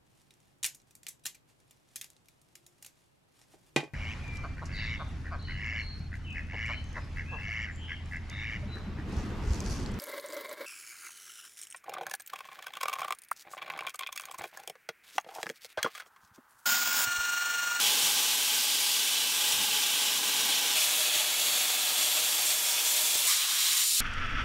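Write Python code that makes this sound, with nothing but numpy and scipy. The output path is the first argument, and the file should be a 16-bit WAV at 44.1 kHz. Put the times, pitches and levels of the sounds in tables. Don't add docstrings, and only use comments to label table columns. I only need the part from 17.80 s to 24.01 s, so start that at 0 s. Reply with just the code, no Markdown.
import sys
import numpy as np
from scipy import signal
from scipy.fft import rfft, irfft, next_fast_len
from scipy.io import wavfile
from scipy.ndimage import map_coordinates

SR = 44100
rng = np.random.default_rng(int(sys.argv[2]) if len(sys.argv) > 2 else 0)


def store_wav(level_fs):
    pcm = np.round(np.clip(np.atleast_2d(level_fs), -1, 1) * 32767)
    wavfile.write(sys.argv[1], SR, pcm.T.astype(np.int16))


N = 273661


def amp(db):
    return 10 ** (np.asarray(db) / 20)


def unit(x):
    return x / np.sqrt(np.mean(x ** 2) + 1e-20)


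def clock():
    return np.arange(N) / SR


def along(points, hz):
    f, value = np.transpose(points)
    return np.interp(np.log(hz + 1), np.log(f + 1), value)


def curves(rows):
    s, *columns = np.transpose(rows)
    return [np.interp(clock(), s, column) for column in columns]


def wobble(rate):
    knots = rng.standard_normal(4096)
    return unit(map_coordinates(knots, [clock() * rate], mode="wrap"))


def swell(s, length, release):
    attack_s = 0.0094
    since = clock() - s
    rise = since / attack_s
    fall = 1 - (since - length) / release
    return np.clip(np.minimum(rise, fall), 0, 1)


def filtered(x, gain):
    size = next_fast_len(N + SR // 4)
    hz = np.fft.rfftfreq(size, 1 / SR)
    return irfft(rfft(x, size) * gain(hz), size)[:N]


def ring(x, level_db, size=8192):
    hz = np.fft.rfftfreq(size, 1 / SR)
    cepstrum = irfft(np.log(amp(level_db(hz))))
    cepstrum[1:size // 2] *= 2
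    cepstrum[size // 2 + 1:] = 0
    response = irfft(np.exp(rfft(cepstrum)))
    return signal.fftconvolve(x, response)[:N]


def delayed(x, delay_s):
    fine = signal.resample_poly(x, up=4, down=1)
    position = (clock() - delay_s) * SR * len(fine) / N
    return np.interp(position, np.arange(len(fine)), fine)


def rumble(colour):
    return unit(filtered(rng.standard_normal(N), lambda hz: amp(along(colour, hz))))


# f/Hz, relative level/dB
YARD_SPECTRUM = [(25, -8), (60, -7.5), (95, -0.5), (140, -21), (230, -8), (500, -18), (3000, -50)]


def yard(level_db):
    return amp(level_db + 2.0 * wobble(12)) * rumble(YARD_SPECTRUM)


# t/s of the peak, half length/s, level/dB
AIR_PUFFS = [(0.253, .028, -53.5), (.338, .025, -59), (1.755, 0.03, -54.5), (1.815, .03, -55),
             (1.91, .03, -66)]
# f/Hz, relative level/dB
PUFF_SPECTRUM = [(20, -14), (60, -4), (130, 1), (200, -1), (300, -14), (900, -50), (3000, -120)]


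def puffs():
    t = clock()
    push = sum(amp(db) * np.exp(-((t - s) / half) ** 2) for s, half, db in AIR_PUFFS)
    return push * rumble(PUFF_SPECTRUM)


# t/s, strength/dB
HOSE_KNOCKS = [(.753, -14), (2.598, -13), (3.362, -7), (5.355, -7)]
# f/Hz, level/dB
KNOCK_RESPONSE = [(15, -14), (50, -3), (120, 0), (220, -4), (350, 3), (480, 6), (900, -33), (3000, -70)]


def knocks():
    blows = np.zeros(N)
    for s, db in HOSE_KNOCKS:
        blows[round(s * SR)] = amp(db)
    return ring(blows, lambda hz: along(KNOCK_RESPONSE, hz))


# t/s, length before release/s, f/Hz, width/Hz, level/dB
EDGE_TONES = [(2.21, .07, 7500, 300, -43), (2.95, .075, 2500, 450, -37), (2.967, 0.084, 5400, 1600, -37),
              (4.192, .2, 7350, 450, -41), (4.22, .15, 12850, 400, -43), (4.63, .1, 7250, 250, -40.5),
              (4.64, 0.1, 8200, 400, -40), (4.75, 0.65, 945, 50, -53.5), (5.04, 0.11, 7180, 250, -40),
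              (5.466, 0.048, 1130, 220, -41.5), (5.47, 0.061, 2300, 1100, -38),
              (5.796, 0.12, 3900, 1700, -41), (5.97, .23, 7100, 250, -42)]


def catches():
    release_s = 0.025
    out = np.zeros(N)
    for s, length, pitch, width, db in EDGE_TONES:
        air = rng.standard_normal(N)
        tone = unit(filtered(air, lambda hz: 1 / (1 + (1.6 * (hz - pitch) / width) ** 4)))
        out += amp(db) * swell(s, length, release_s) * tone
    return out


def stream(grains_per_s, size_spread_db, grit_db, sputter_db, surge_db):
    air = rng.standard_normal(N)
    lands = rng.random(N) < grains_per_s / SR
    polarity = rng.choice([-1, 1], N)
    size_db = size_spread_db * np.clip(rng.standard_normal(N), -3, 3)
    grit = unit(lands * polarity * amp(size_db))
    feed = amp(sputter_db * wobble(110) + surge_db * wobble(23.54))
    return unit((air + amp(grit_db) * grit) * feed)


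def rib_echoes(x, strength, sway_s, sway_rate, count=8):
    treble = filtered(x, lambda hz: 1 - 1 / (1 + (hz / 1800) ** 4))
    paths_s = rng.uniform(.002, .012, count)
    echoes = sum(delayed(treble, path_s + sway_s * wobble(sway_rate)) for path_s in paths_s)
    return unit(x + strength * echoes)


def spot(x, colour, modes):
    def response_db(hz):
        lift_db = sum(db / (1 + (2 * (hz - f) / width) ** 2) for f, width, db in modes)
        return along(colour, hz) + lift_db

    body = ring(x, response_db)
    bass, low, middle = (filtered(body, lambda hz: 1 / (1 + (hz / edge) ** 10)) for edge in (400, 1800, 5000))
    return np.array([unit(bass), unit(low - bass), unit(middle - low), unit(body - middle)])


def arrival(s, length):
    return np.clip((clock() - s) / length + .5, 0, 1)


# t/s of the dip, half length/s, loss/dB
JET_SLIPS = [(2.41, .025, 1.2), (3.493, 0.077, 1.5), (4.81, .02, 1), (5.665, 0.026, 1.5)]


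def slips():
    t = clock()
    return sum(db * np.exp(-((t - s) / half) ** 2) for s, half, db in JET_SLIPS)


# t/s, length before release/s, release/s, rasp gain/dB, hiss gain/dB
JET_FLARES = [(1.928, .03, .05, 1.4, .8), (2.685, 0.06, .05, 2, 0.7), (2.943, 0.11, .01, 1.9, 1),
              (2.95, .1, .06, 0, 1.2), (3.027, .016, .008, 1, 1), (3.332, .02, .015, 2, 1),
              (3.59, 0.2, .06, -0.2, 0.8), (4.17, 0.14, .08, 0.8, 1), (4.65, .07, .04, -0.3, .9),
              (5.04, 0.433, .02, 0.6, 2.5), (5.165, 0.023, .02, 2, -0.5), (5.465, 0.05, .09, 0.5, 5),
              (5.782, 0.43, .02, 1, 2.5)]


def flares():
    return sum(np.outer([rasp_db, hiss_db], swell(s, length, release))
               for s, length, release, rasp_db, hiss_db in JET_FLARES)


# t/s, strength on the plate/dB, nozzle hiss over that strength/dB
JET_DRIFT = [(0, -29.6, 1.5), (.2, -30, 1.5), (.45, -31, 1.5), (.7, -31.9, 1.8), (1.05, -31.5, 1.5),
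             (1.5, -32.5, 1), (1.7, -31, 0.8), (2.3, -31.5, -0.4), (2.6, -31.5, .3), (2.9, -31, -0.5),
             (3.1, -31.5, 1.8), (3.35, -31.5, 1.6), (3.95, -32, 1.5), (4.3, -32, 2), (4.55, -32.5, 2.7),
             (4.85, -33, 3.5), (5.02, -33, 2.5), (5.2, -34, 4), (5.42, -33.5, 2.5), (5.6, -32, 1.5),
             (5.9, -32.5, 2), (6.2, -33.5, 3)]
# t/s, roar relative to it/dB
HOLLOW_ROAR = [(.2, -10.2), (.8, -12), (1.2, -13), (1.55, -10.8), (2.2, -11.5), (2.5, -9.5), (3.2, -11),
               (3.5, -10.5), (4.1, -10.5), (4.8, -11), (5.2, -11), (5.45, -12), (5.75, -11), (6.03, -13.5),
               (6.1, -16), (6.2, -12)]
# t/s, level/dB
LOW_BOOM = [(0, -52.5), (.3, -56), (.6, -57.5), (1.1, -58), (1.68, -57.5), (1.8, -52.5), (1.9, -55.5),
            (2.7, -52.5), (3.2, -58), (4.3, -59), (4.9, -61.5), (5.45, -62), (5.52, -67), (5.9, -64),
            (6.2, -66)]


def register_levels():
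    drift_db, bright_db = curves(JET_DRIFT)
    hollow_db, = curves(HOLLOW_ROAR)
    boom_db, = curves(LOW_BOOM)
    strength_db = drift_db - slips()
    rasp_flare_db, hiss_flare_db = flares()
    rust_db = 0.29 * wobble(30)
    sizzle_db = 0.24 * wobble(18)
    grazing = arrival(*SPOT_MOVES[-1])
    roar_loss_db, rasp_loss_db = 5, 1
    roar_db = strength_db + hollow_db - roar_loss_db * grazing
    rasp_db = strength_db + rasp_flare_db + rust_db - rasp_loss_db * grazing
    hiss_db = strength_db + bright_db + hiss_flare_db + sizzle_db
    return [boom_db, roar_db, rasp_db, hiss_db]


# t/s of the midpoint, length of the move/s
SPOT_MOVES = [(2.95, 0.036), (5.475, 0.011), (6.04, 0.012)]
# f/Hz, relative level/dB
DEEP_SPECTRUM = [(30, -29.0), (110, -24), (160, -26), (195, -13), (400, -20.3), (1000, -11.8),
                 (1900, -15.7), (2600, -3.7), (3400, 0.0), (5000, -4.9), (8000, -4.7), (11000, -8.8),
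                 (15500, -12.3)]
RIB_SPECTRUM = [(30, -29.0), (150, -23.6), (200, -19.6), (400, -19.8), (1000, -15.5), (1900, -7.2),
                (2600, 0.0), (3400, -1.6), (5000, -2.5), (8000, -1.0), (11000, -4.2), (15500, -7.5)]
EDGE_SPECTRUM = [(30, -33.4), (150, -27.9), (200, -25.5), (400, -27.3), (1000, -22.6), (1900, -9.5),
                 (2600, -4.7), (3400, 0.0), (5000, -3.1), (8000, -2.5), (11000, -6.5), (15500, -9.5)]
GRAZE_SPECTRUM = [(30, -34), (200, -27), (400, -29), (1000, -35), (1900, -19), (2600, -10), (3400, -7),
                  (5000, -5.5), (8000, -2.5), (11000, -4), (15500, -13)]
# f/Hz, width/Hz, lift/dB
DEEP_RESONANCES = [(295, 40, 5.5), (446, 112, 8.8), (839, 83, 10.5), (1006, 46, 4.2), (1163, 62, 5.0),
                   (1530, 100, 6.3), (1620, 110, 6.5), (1926, 182, 6.8), (2122, 60, 4.4), (2277, 71, 4.9),
                   (2421, 37, 3.1), (3024, 439, 3.6), (4900, 400, 1.5), (5306, 120, 2.2), (5782, 444, 1.8),
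                   (6803, 79, 2.8), (12965, 1085, 2.8)]
RIB_RESONANCES = [(235, 50, 3), (335, 80, 6.5), (482, 60, 11.5), (597, 52, 11.3), (632, 40, 10.3),
                  (738, 42, 12.8), (786, 36, 9), (856, 50, 10), (948, 70, 9.5), (1005, 30, 5),
                  (1090, 50, 7), (1185, 70, 6), (1255, 30, 4), (1361, 100, 6.3), (1549, 33, 4.1),
                  (1690, 120, 4.3), (2200, 42, 3.3), (3430, 400, 6.8), (3889, 44, 3.7), (4065, 76, 4.4),
                  (4477, 193, 3.5), (5150, 200, 1.6), (5520, 250, -1), (6480, 400, 2), (7251, 400, 1.2),
                  (8250, 400, 1), (11620, 300, 1.8), (12904, 800, 2.4)]
EDGE_RESONANCES = [(479, 61, 4.0), (602, 67, 4.0), (812, 164, 7.0), (949, 30, 3.4), (1067, 197, 11.0),
                   (1250, 79, 8.9), (1368, 32, 4.2), (1517, 104, 5.7), (1692, 39, 4.5), (1907, 35, 3.8),
                   (2194, 41, 6.2), (3758, 76, 3.0), (4049, 51, 5.0), (5150, 200, 1.8), (5630, 250, 2.3),
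                   (6500, 300, 2), (7170, 170, 4.5), (7900, 400, 1.5), (8698, 374, 1.9), (9650, 300, 1.7),
                   (11150, 600, -1.2), (12700, 1200, 2.8), (13970, 200, 2.2)]


def blast():
    jet = stream(grains_per_s=9000, size_spread_db=3.5, grit_db=-2.5, sputter_db=0.43, surge_db=0.27)
    jet = rib_echoes(jet, strength=0.13, sway_s=.00007, sway_rate=3)
    registers = spot(jet, DEEP_SPECTRUM, DEEP_RESONANCES)
    later = [(RIB_SPECTRUM, RIB_RESONANCES), (EDGE_SPECTRUM, EDGE_RESONANCES),
             (GRAZE_SPECTRUM, EDGE_RESONANCES)]
    for (s, length), (colour, modes) in zip(SPOT_MOVES, later):
        share = arrival(s, length)
        registers = (1 - share) * registers + share * spot(jet, colour, modes)
    sound = np.sum(registers * amp(register_levels()), axis=0)
    return filtered(sound, lambda hz: hz / np.hypot(hz, 70))


# t/s, delay/ms, strength (negative = inverted)
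REFLECTIONS = [
    [(2.2, .312, 0), (2.5, .313, .1), (3.0, .319, .06), (3.4, .294, .13), (3.72, .281, .2), (4.0, .28, 0)],
    [(1.0, .533, .03), (2.3, .539, .08), (4.1, .529, .02), (4.35, .528, .07), (5.3, .543, .05),
     (6.2, .531, .04)],
    [(2.0, .7, .03), (3.1, .697, .06), (4.0, .702, .06), (4.22, .694, .15), (4.5, .697, .07),
     (5.3, .712, .03), (6.2, .699, .1)],
    [(2.9, .935, 0), (3.25, .968, -.08), (3.5, .98, -.08), (3.72, .996, -.18), (4.0, .97, -.09),
     (4.27, .985, -.11), (4.5, .975, -.09), (4.8, 1.017, -.11), (5.2, .98, 0)],
    [(3.3, 1.221, 0), (4.0, 1.224, .11), (4.33, 1.25, .14), (4.7, 1.241, .12), (5.05, 1.259, .07),
     (5.52, 1.26, .12), (5.75, 1.248, .08), (6.0, 1.254, .15), (6.2, 1.29, .06)],
]


def short_reflections(x):
    treble = filtered(x, lambda hz: 1 - 1 / (1 + (hz / 3500) ** 6))
    echoes = sum(strength * delayed(treble, delay_ms / 1000) for delay_ms, strength in map(curves, REFLECTIONS))
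    return x + echoes


# start t/s, end t/s, first f/Hz, last f/Hz, width/Hz, lift/dB
PASSING_PEAKS = [(.7, 1.22, 4860, 4820, 200, 4.5), (1.15, 1.55, 6150, 6150, 300, 1),
                 (1.5, 2.9, 4180, 4600, 350, -1.5), (3.8, 4.8, 5500, 5750, 500, -0.5),
                 (4.05, 4.75, 4500, 4470, 130, 1), (4.4, 4.75, 13850, 13750, 400, -1),
                 (4.42, 4.87, 11900, 11480, 380, 3), (4.747, 5.07, 5480, 5560, 420, 4),
                 (4.72, 5.1, 4000, 3950, 600, -4), (4.98, 5.3, 7600, 7600, 220, -2),
                 (5.55, 5.85, 4400, 4500, 500, -3), (3.05, 3.6, 10000, 9750, 350, 1),
                 (3.55, 3.95, 7350, 7480, 300, 1), (5.75, 6.1, 8600, 8800, 300, 1.5),
                 (5.98, 6.3, 2400, 2400, 900, -2.5)]


def passing_peaks(x, size=512):
    fade_s = 0.083
    hz, t, z = signal.stft(x, SR, nperseg=size)
    lift_db = np.zeros(z.shape)
    for start, end, first_hz, last_hz, width, db in PASSING_PEAKS:
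        centre = np.interp(t, [start, end], [first_hz, last_hz])
        presence = np.clip(np.minimum(t - start, end - t) / fade_s, 0, 1)
        lift_db += db * presence / (1 + (2 * (hz[:, None] - centre) / width) ** 2)
    return signal.istft(z * amp(lift_db), SR, nperseg=size)[1][:N]


def scene():
    background = yard(level_db=-76.0) + puffs() + knocks()
    jet = catches() + passing_peaks(short_reflections(blast()))
    sound = background + jet
    return np.array([sound, sound])


def record(dry):
    top_hz = 15750
    return np.array([filtered(channel, lambda hz: hz < top_hz) for channel in dry])


dry = scene()
out = record(dry)
store_wav(out)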